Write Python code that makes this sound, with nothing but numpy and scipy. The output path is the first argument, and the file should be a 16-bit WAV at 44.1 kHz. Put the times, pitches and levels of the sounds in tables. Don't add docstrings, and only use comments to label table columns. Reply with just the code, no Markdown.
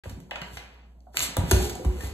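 import sys
import numpy as np
from scipy import signal
from scipy.fft import rfft, irfft, next_fast_len
from scipy.io import wavfile
from scipy.ndimage import uniform_filter1d

SR = 44100
rng = np.random.default_rng(int(sys.argv[2]) if len(sys.argv) > 2 else 0)


def gain_from_db(level_db):
    decades = np.asarray(level_db, float) / 20
    return 10 ** decades


def digitize_waveform(pressure):
    field = np.atleast_2d(pressure).T
    bounded = np.clip(field, -1, 1)
    quanta = np.round(bounded * 32767).astype(np.int16)
    wavfile.write(sys.argv[1], SR, quanta)


N = 93977

# freq_hz, level_db
AIR_SPECTRUM = [(25, -16), (60, -4), (100, -13.5), (200, -7.5), (450, -21.5), (750, -18.5), (1300, -41),
                (6000, -64), (14000, -48)]
# freq_hz, t60_s
ROOM_DECAY = [(60, 0.11), (250, 0.97), (1000, 0.62), (3000, 0.48), (7000, 0.36), (14000, 0.19)]
# freq_hz, level_db, t60_s
BOARD_MODES = [(71, 1, 0.3), (172, -39, 0.25), (223, -38, 0.74), (373.4, 6.5, 0.22), (580, -28, 0.26),
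               (427.7, 4.5, 0.25), (790, -14, 0.1), (850, -4, 0.048), (970, -3.5, 0.022), (1450, -33, 0.12),
               (1600, -40, 0.18)]
# freq_hz, level_db
DULL_TONE = [(300, -11), (600, -7), (1500, -9.5), (2500, -6.5), (4500, -17.5), (7000, -26.5),
             (16000, -42.5)]
# freq_hz, level_db
BRIGHT_TONE = [(300, -34.5), (2300, -3.5), (3600, -1.5), (5500, -4), (7200, -4), (9500, -4), (13000, -7.5),
               (17000, -36)]
# freq_hz, level_db
THUMP_SPECTRUM = [(30, -25), (55, 2.5), (85, 5.5), (120, -15.5), (200, -15), (400, -32)]
# start_s, level_db, pitch_hz, decay_ms
BLOW_PINGS = [(0.0363, -40, 1608, 4.7), (.058, -25.5, 537, 3), (0.311, -25.5, 2010, 3.1),
              (.316, -39, 737, 3.5), (.358, -28, 2120, 2.1), (.362, -36.5, 905, 1.9),
              (1.005, -56, 3300, .6), (1.0055, -52, 4600, .5), (1.006, -54, 6100, .5),
              (.742, -57, 13000, .5), (.063, -34, 295, 3.3), (.109, -34.5, 235, 6.7), (.172, -35, 270, 8.7),
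              (.227, -43, 190, 14), (.418, -37.5, 1930, 1.9), (.424, -41.5, 1100, 4.4),
              (.5715, -32, 2130, 2), (1.3695, -18.5, 533, 4.7), (1.514, -17, 957, 4.6),
              (1.545, -25.5, 385, 4.7), (1.665, -40, 760, 12), (1.71, -33, 770, 9.9), (1.76, -31.5, 750, 6),
              (1.80, -31.5, 428, 7.4), (1.85, -26.5, 346, 7.5), (2.005, -34, 1804, 12),
              (1.368, -14, 12800, 0.37), (1.368, -14, 15500, .3), (1.512, -13, 12700, 0.66),
              (1.59, -29, 111, 13), (1.612, -24, 166, 8.5), (1.60, -29.5, 402, 12), (.318, -32, 563, 6),
              (1.069, -44, 752, 12), (1.1708, -7, 3580, 0.37), (1.1707, -17.5, 8050, 0.67),
              (1.1933, -10.5, 6600, 0.74), (1.205, -10, 3930, .6), (1.224, -19.5, 7170, 3.2),
              (1.230, -19, 7640, 2.3), (1.253, -23, 8000, 0.66), (1.3704, -31, 7200, 1),
              (1.369, -19, 1410, 1.24), (1.5131, -9.5, 6400, 1.3), (1.513, -17, 1715, 4.1),
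              (1.517, -16, 8100, 1.4), (1.516, -14, 370, 8.6)]
# time_s, level_db, brightness_0_to_1
DRAG_STROKES = [(.03, -48, 0.17), (.10, -58.5, 0.99), (.14, -64, 0.7), (.26, -75.5, 1), (0.502, -60.5, 1),
                (0.552, -48.5, 0.85), (.62, -54.5, 0.13), (.85, -67, 0), (.93, -83.5, 1),
                (1.118, -77, 0.74), (1.162, -35, 0.54), (1.239, -25, 0.84), (1.254, -31, 0.69),
                (1.275, -50, 0), (1.47, -40.5, 0.3), (1.499, -34.5, 0.74), (1.507, -40, 1),
                (1.53, -33.5, 0.53), (1.649, -33.5, 0.69), (1.722, -52, 0.64), (1.948, -49, 0.35),
                (2.048, -38.5, 0.56), (2.13, -54.5, 0.4)]
# start_s, level_db, decay_ms, brightness_0_to_1
CLAW_TICKS = [(.037, -44.5, 1.6, 0), (.095, -36, 6.4, 0.69), (.202, -44.5, 3, 0.76), (0.31, -27, 2.35, 0.1),
              (.358, -32, 5.1, 0), (0.417, -34.5, 1.7, 0.71), (.571, -33.5, 5.2, 0.37),
              (1.006, -72, 0.49, 0.9), (1.144, -37.5, 1.4, 0.5), (1.1707, -10, 1.1, 1),
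              (1.1927, -14.5, 0.39, 1), (1.205, -23.5, 2.7, 0.41), (1.223, -39, 4.6, 0.75),
              (1.368, -16, 1.25, 0.88), (1.5116, -13.5, 2.4, 0.9), (1.516, -9.5, 1.84, 0.72),
              (1.696, -26.5, 6.1, 0.84), (1.753, -33, 3.3, 1), (1.848, -32.5, 5.6, 0.67),
              (2.008, -32, 4.7, 0.65)]
# start_s, level_db, pitch_hz, decay_ms
PLANK_KNOCKS = [(.037, -45.5, 1670, 5.2), (.058, -35, 560, 2.4), (.120, -50, 1220, 5.5),
                (.293, -47, 814, 7.9), (.311, -26.5, 2006, 7.2), (.315, -28.5, 697, 4.2),
                (.357, -27.5, 2000, 1.9), (.361, -27, 806, 2.4), (.417, -23.5, 2130, 2.4),
                (.422, -30.5, 940, 3.5), (.571, -27, 2252, 5.1), (1.068, -47, 730, 7.7),
                (1.145, -37, 585, 4.7), (1.367, -22, 786, 6.1), (1.512, -16.5, 1100, 3.9),
                (1.515, -20.5, 369, 5.6), (1.60, -33.5, 779, 14.6), (1.695, -34, 620, 4.5),
                (1.755, -32.5, 610, 3.2), (1.797, -33.5, 400, 11.3), (1.848, -29, 508, 3.1),
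                (1.985, -37, 423, 13.4), (2.035, -36, 485, 5)]
# start_s, level_db, delay_s (at 1 Hz), tone_factor
PAD_LANDINGS = [(0.056, -29.5, 0.23, 1.25), (0.114, -32.5, .2, 1.1), (0.171, -38, .18, 2.34),
                (0.216, -55, 0.19, 2.2), (0.41, -37.5, .15, 2.16), (0.521, -40.5, .2, 1.43),
                (.562, -45.5, .16, 1), (1.171, -41, 0.29, 1.76), (1.204, -38, .24, 1.17),
                (1.28, -37, 0.17, 2.8), (1.369, -14.5, 0.25, 1.28), (1.402, -22.5, 0.15, 0.93),
                (1.429, -25, .16, 2), (1.477, -32, .16, 1.46), (1.509, -10.5, .28, 1.107),
                (1.581, -24, .14, 0.96), (1.652, -47, .18, 0.95), (1.705, -32.5, .24, 1.33),
                (1.786, -40, .2, 2.5), (1.839, -16, 0.3, 0.96), (2.021, -27, 0.26, 1.09),
                (2.094, -34, 0.26, 0.97)]
# freq_hz, phase_rad
PORT_PHASE = [(0, 0), (900, 1.2), (1650, 0), (2450, -3.1), (3400, -4.4), (5000, -9.4), (7300, -12.57),
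              (12350, -18.85), (14400, -21.9), (17300, -22.3)]
# freq_hz, likeness_0_to_1
ROOM_LIKENESS = [(60, .985), (300, .8), (900, .5), (1500, .25), (2600, .45), (3700, .15), (5000, .72),
                 (9000, .94)]
# freq_hz, likeness_0_to_1
DIRECT_LIKENESS = [(300, 1), (1000, .85), (5000, .9), (13500, .93), (15000, .78)]


def evened(x):
    return x / np.sqrt(np.mean(x ** 2) + 1e-20)


def read(points, hz):
    f, value = np.transpose(points)
    return np.interp(np.log(hz + 1), np.log(f + 1), value)


def add(mix, start_s, sound):
    part = mix[round(start_s * SR):][:len(sound)]
    part += sound[:len(part)]


def colour(x, table):
    log_gain = np.log(gain_from_db(read(table, np.abs(np.fft.fftfreq(4096, 1 / SR)))))
    spectrum = np.exp(np.conj(signal.hilbert(log_gain)))
    taps = np.fft.ifft(spectrum).real[:2048]
    return signal.oaconvolve(x, taps / np.linalg.norm(taps))[:len(x)]


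def background():
    air_db, hum_hz, hum_peak_db, waver_db = -61, 59.6, -48, 2
    air = np.array([evened(colour(a, AIR_SPECTRUM)) for a in rng.standard_normal((2, N))])
    waver = evened(uniform_filter1d(uniform_filter1d(rng.standard_normal(N), 3000), 3000))
    hum = gain_from_db(hum_peak_db + waver_db * waver) * np.sin(2 * np.pi * hum_hz * np.arange(N) / SR)
    return gain_from_db(air_db) * air + hum * np.array([[1], [0]])


def room(x):
    low_db, low_hz = -4, 190
    taps = np.zeros((2, SR))
    at = np.arange(200, SR - 20, 20) + rng.integers(0, 20, (2, (SR - 201) // 20))
    np.put_along_axis(taps, at, rng.choice([-1., 1.], at.shape), 1)
    hz, t, z = signal.stft(taps, SR, nperseg=512)
    hz = hz[:, None]
    z *= gain_from_db(-60 * t / read(ROOM_DECAY, hz) + low_db / (1 + (hz / low_hz) ** 2))
    tail = signal.istft(z, SR, nperseg=512)[1]
    tail[:, :200] = 0
    return signal.fftconvolve(x[None], tail / np.linalg.norm(tail[0]), axes=1)[:, :N]


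def board_ring(x):
    t = np.arange(16000) / SR
    ring = np.zeros(len(t))
    for mode_hz, db, t60_s in BOARD_MODES:
        ring += gain_from_db(db - 60 * t / t60_s) * np.sin(2 * np.pi * mode_hz * t) * 14 / (t60_s * SR)
    return signal.fftconvolve(x, ring)[:N]


def pings():
    out, t = np.zeros(N), np.arange(3000) / SR
    for start_s, db, pitch_hz, decay_ms in BLOW_PINGS:
        u = t * 1000 / max(decay_ms, .1)
        envelope = np.minimum(6 * u, 1) * np.exp(-u)
        add(out, start_s, gain_from_db(db) * envelope * np.sin(2 * np.pi * pitch_hz * t))
    return out


def drag():
    grains_per_s, spread_db = 5200, 3.5
    time_s, db, bright = np.transpose(DRAG_STROKES)
    t = np.arange(N) / SR
    size = gain_from_db(spread_db * np.minimum(rng.exponential(1, N), 5))
    size *= rng.random(N) < grains_per_s / SR
    slips = evened(size * rng.standard_normal(N) + 0.83 * rng.standard_normal(N))
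    slips *= gain_from_db(np.interp(t, time_s, db))
    b = np.clip(np.interp(t, time_s, bright), 0, 1)
    return colour(slips * (1 - b), DULL_TONE) + colour(slips * b, BRIGHT_TONE)


def claws():
    dull, bright, t = np.zeros(N), np.zeros(N), np.arange(800) / SR
    for start_s, db, decay_ms, brightness in CLAW_TICKS:
        noise = rng.standard_normal(800)
        burst = gain_from_db(db) * noise * np.exp(-t * 1000 / max(decay_ms, .1))
        share = np.clip(brightness, 0, 1) ** 2
        add(dull, start_s, burst * (1 - share))
        add(bright, start_s, burst * share)
    return colour(dull, DULL_TONE) + colour(bright, BRIGHT_TONE)


def landings(hz):
    out = np.zeros(N)
    for start_s, db, delay_s, tone in PAD_LANDINGS:
        band = (hz < 1200) * (hz > 15)
        bending = np.exp(-4j * np.pi * delay_s * np.sqrt(hz))
        wave = irfft(gain_from_db(read(THUMP_SPECTRUM, hz / tone)) * band * bending)[:6000]
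        add(out, start_s, gain_from_db(db) * wave / np.abs(wave).max())
    return out


def knocks(hz):
    octaves, delay_s = 1.16, 0.08004
    out, t = np.zeros(N), np.arange(1500) / SR
    for start_s, db, pitch_hz, decay_ms in PLANK_KNOCKS:
        rough = rng.standard_normal(1500) * np.exp(-t * 1000 / decay_ms)
        blow = rfft(rough, 8192) * np.exp(-4j * np.pi * delay_s * np.sqrt(hz))
        width = octaves * np.minimum(1, 36 / decay_ms ** 2)
        wave = irfft(blow * np.exp(-(np.log2((hz + 1) / pitch_hz) / width) ** 2))[:6000]
        travel_s = delay_s / np.sqrt(2 * pitch_hz)
        add(out, start_s - travel_s, gain_from_db(db) * wave / np.abs(wave).max())
    return out


def paws():
    hz = np.fft.rfftfreq(8192, 1 / SR)
    blows = landings(hz) + knocks(hz)
    return blows + board_ring(blows)


def scene():
    room_db, ping_room_db, left_trim_db = -2.5, -6, -.7
    tones = pings()
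    wide = drag() + claws() + paws()
    ambience = gain_from_db(room_db) * room(wide + gain_from_db(ping_room_db) * tones) + background()

    size = next_fast_len(N + 999)
    hz = np.fft.rfftfreq(size, 1 / SR)
    direct = rfft(wide + tones, size)
    shared, own = rfft(ambience, size)
    same, alike = read(ROOM_LIKENESS, hz), read(DIRECT_LIKENESS, hz)
    turn = np.exp(1j * np.interp(hz, *np.transpose(PORT_PHASE)))
    scatter = np.exp(1j * (hz / 900 + 2 * np.sin(hz / 330) + 2 * np.sin(hz / 190)) - .002j * hz)

    left = (direct + shared) * gain_from_db(left_trim_db)
    right_direct = direct * (alike + np.sqrt(1 - alike ** 2) * scatter)
    right = (right_direct + same * shared) * turn + np.sqrt(1 - same ** 2) * own
    return irfft(np.array([left, right]), size)[:, :N]


def low_pass(x):
    return signal.sosfilt(signal.butter(12, 17150, fs=SR, output="sos"), x)


def record(dry):
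    start_s, fade_s = .0365, 0.00016
    sharp_db, weak_db, edge_hz, sharp_edge_hz = 6, -8, 15950, 17000
    t = np.arange(N) / SR
    x = dry * np.clip((t - start_s) / fade_s, 0, 1)
    sum_diff = np.array([x[0] + x[1], x[0] - x[1]]) / 2
    hz, _, z = signal.stft(sum_diff, SR, nperseg=512, noverlap=384)
    hz = hz[:, None]
    power = abs(z) ** 2 + 1e-18

    treble_db = 10 * np.log10(power[:, 70:170].mean((0, 1)))
    jump_db = treble_db - uniform_filter1d(treble_db, size=13)
    sharp = (jump_db > sharp_db / 2) * (treble_db > -66)
    sharp = uniform_filter1d(1. * sharp, size=3) > .1

    bands = uniform_filter1d(uniform_filter1d(power, size=5, axis=1), size=9, axis=2)
    weak = (bands < bands[::-1] * gain_from_db(2 * weak_db)) * (hz > 4400) * ~sharp
    cut = hz > np.where(sharp, sharp_edge_hz, edge_hz)
    mid, side = signal.istft(z * ~(weak | cut), SR, nperseg=512, noverlap=384)[1][:, :N]
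    return low_pass(np.array([mid + side, mid - side]) * (t > start_s - .001))


dry = scene()
out = record(dry)
digitize_waveform(out)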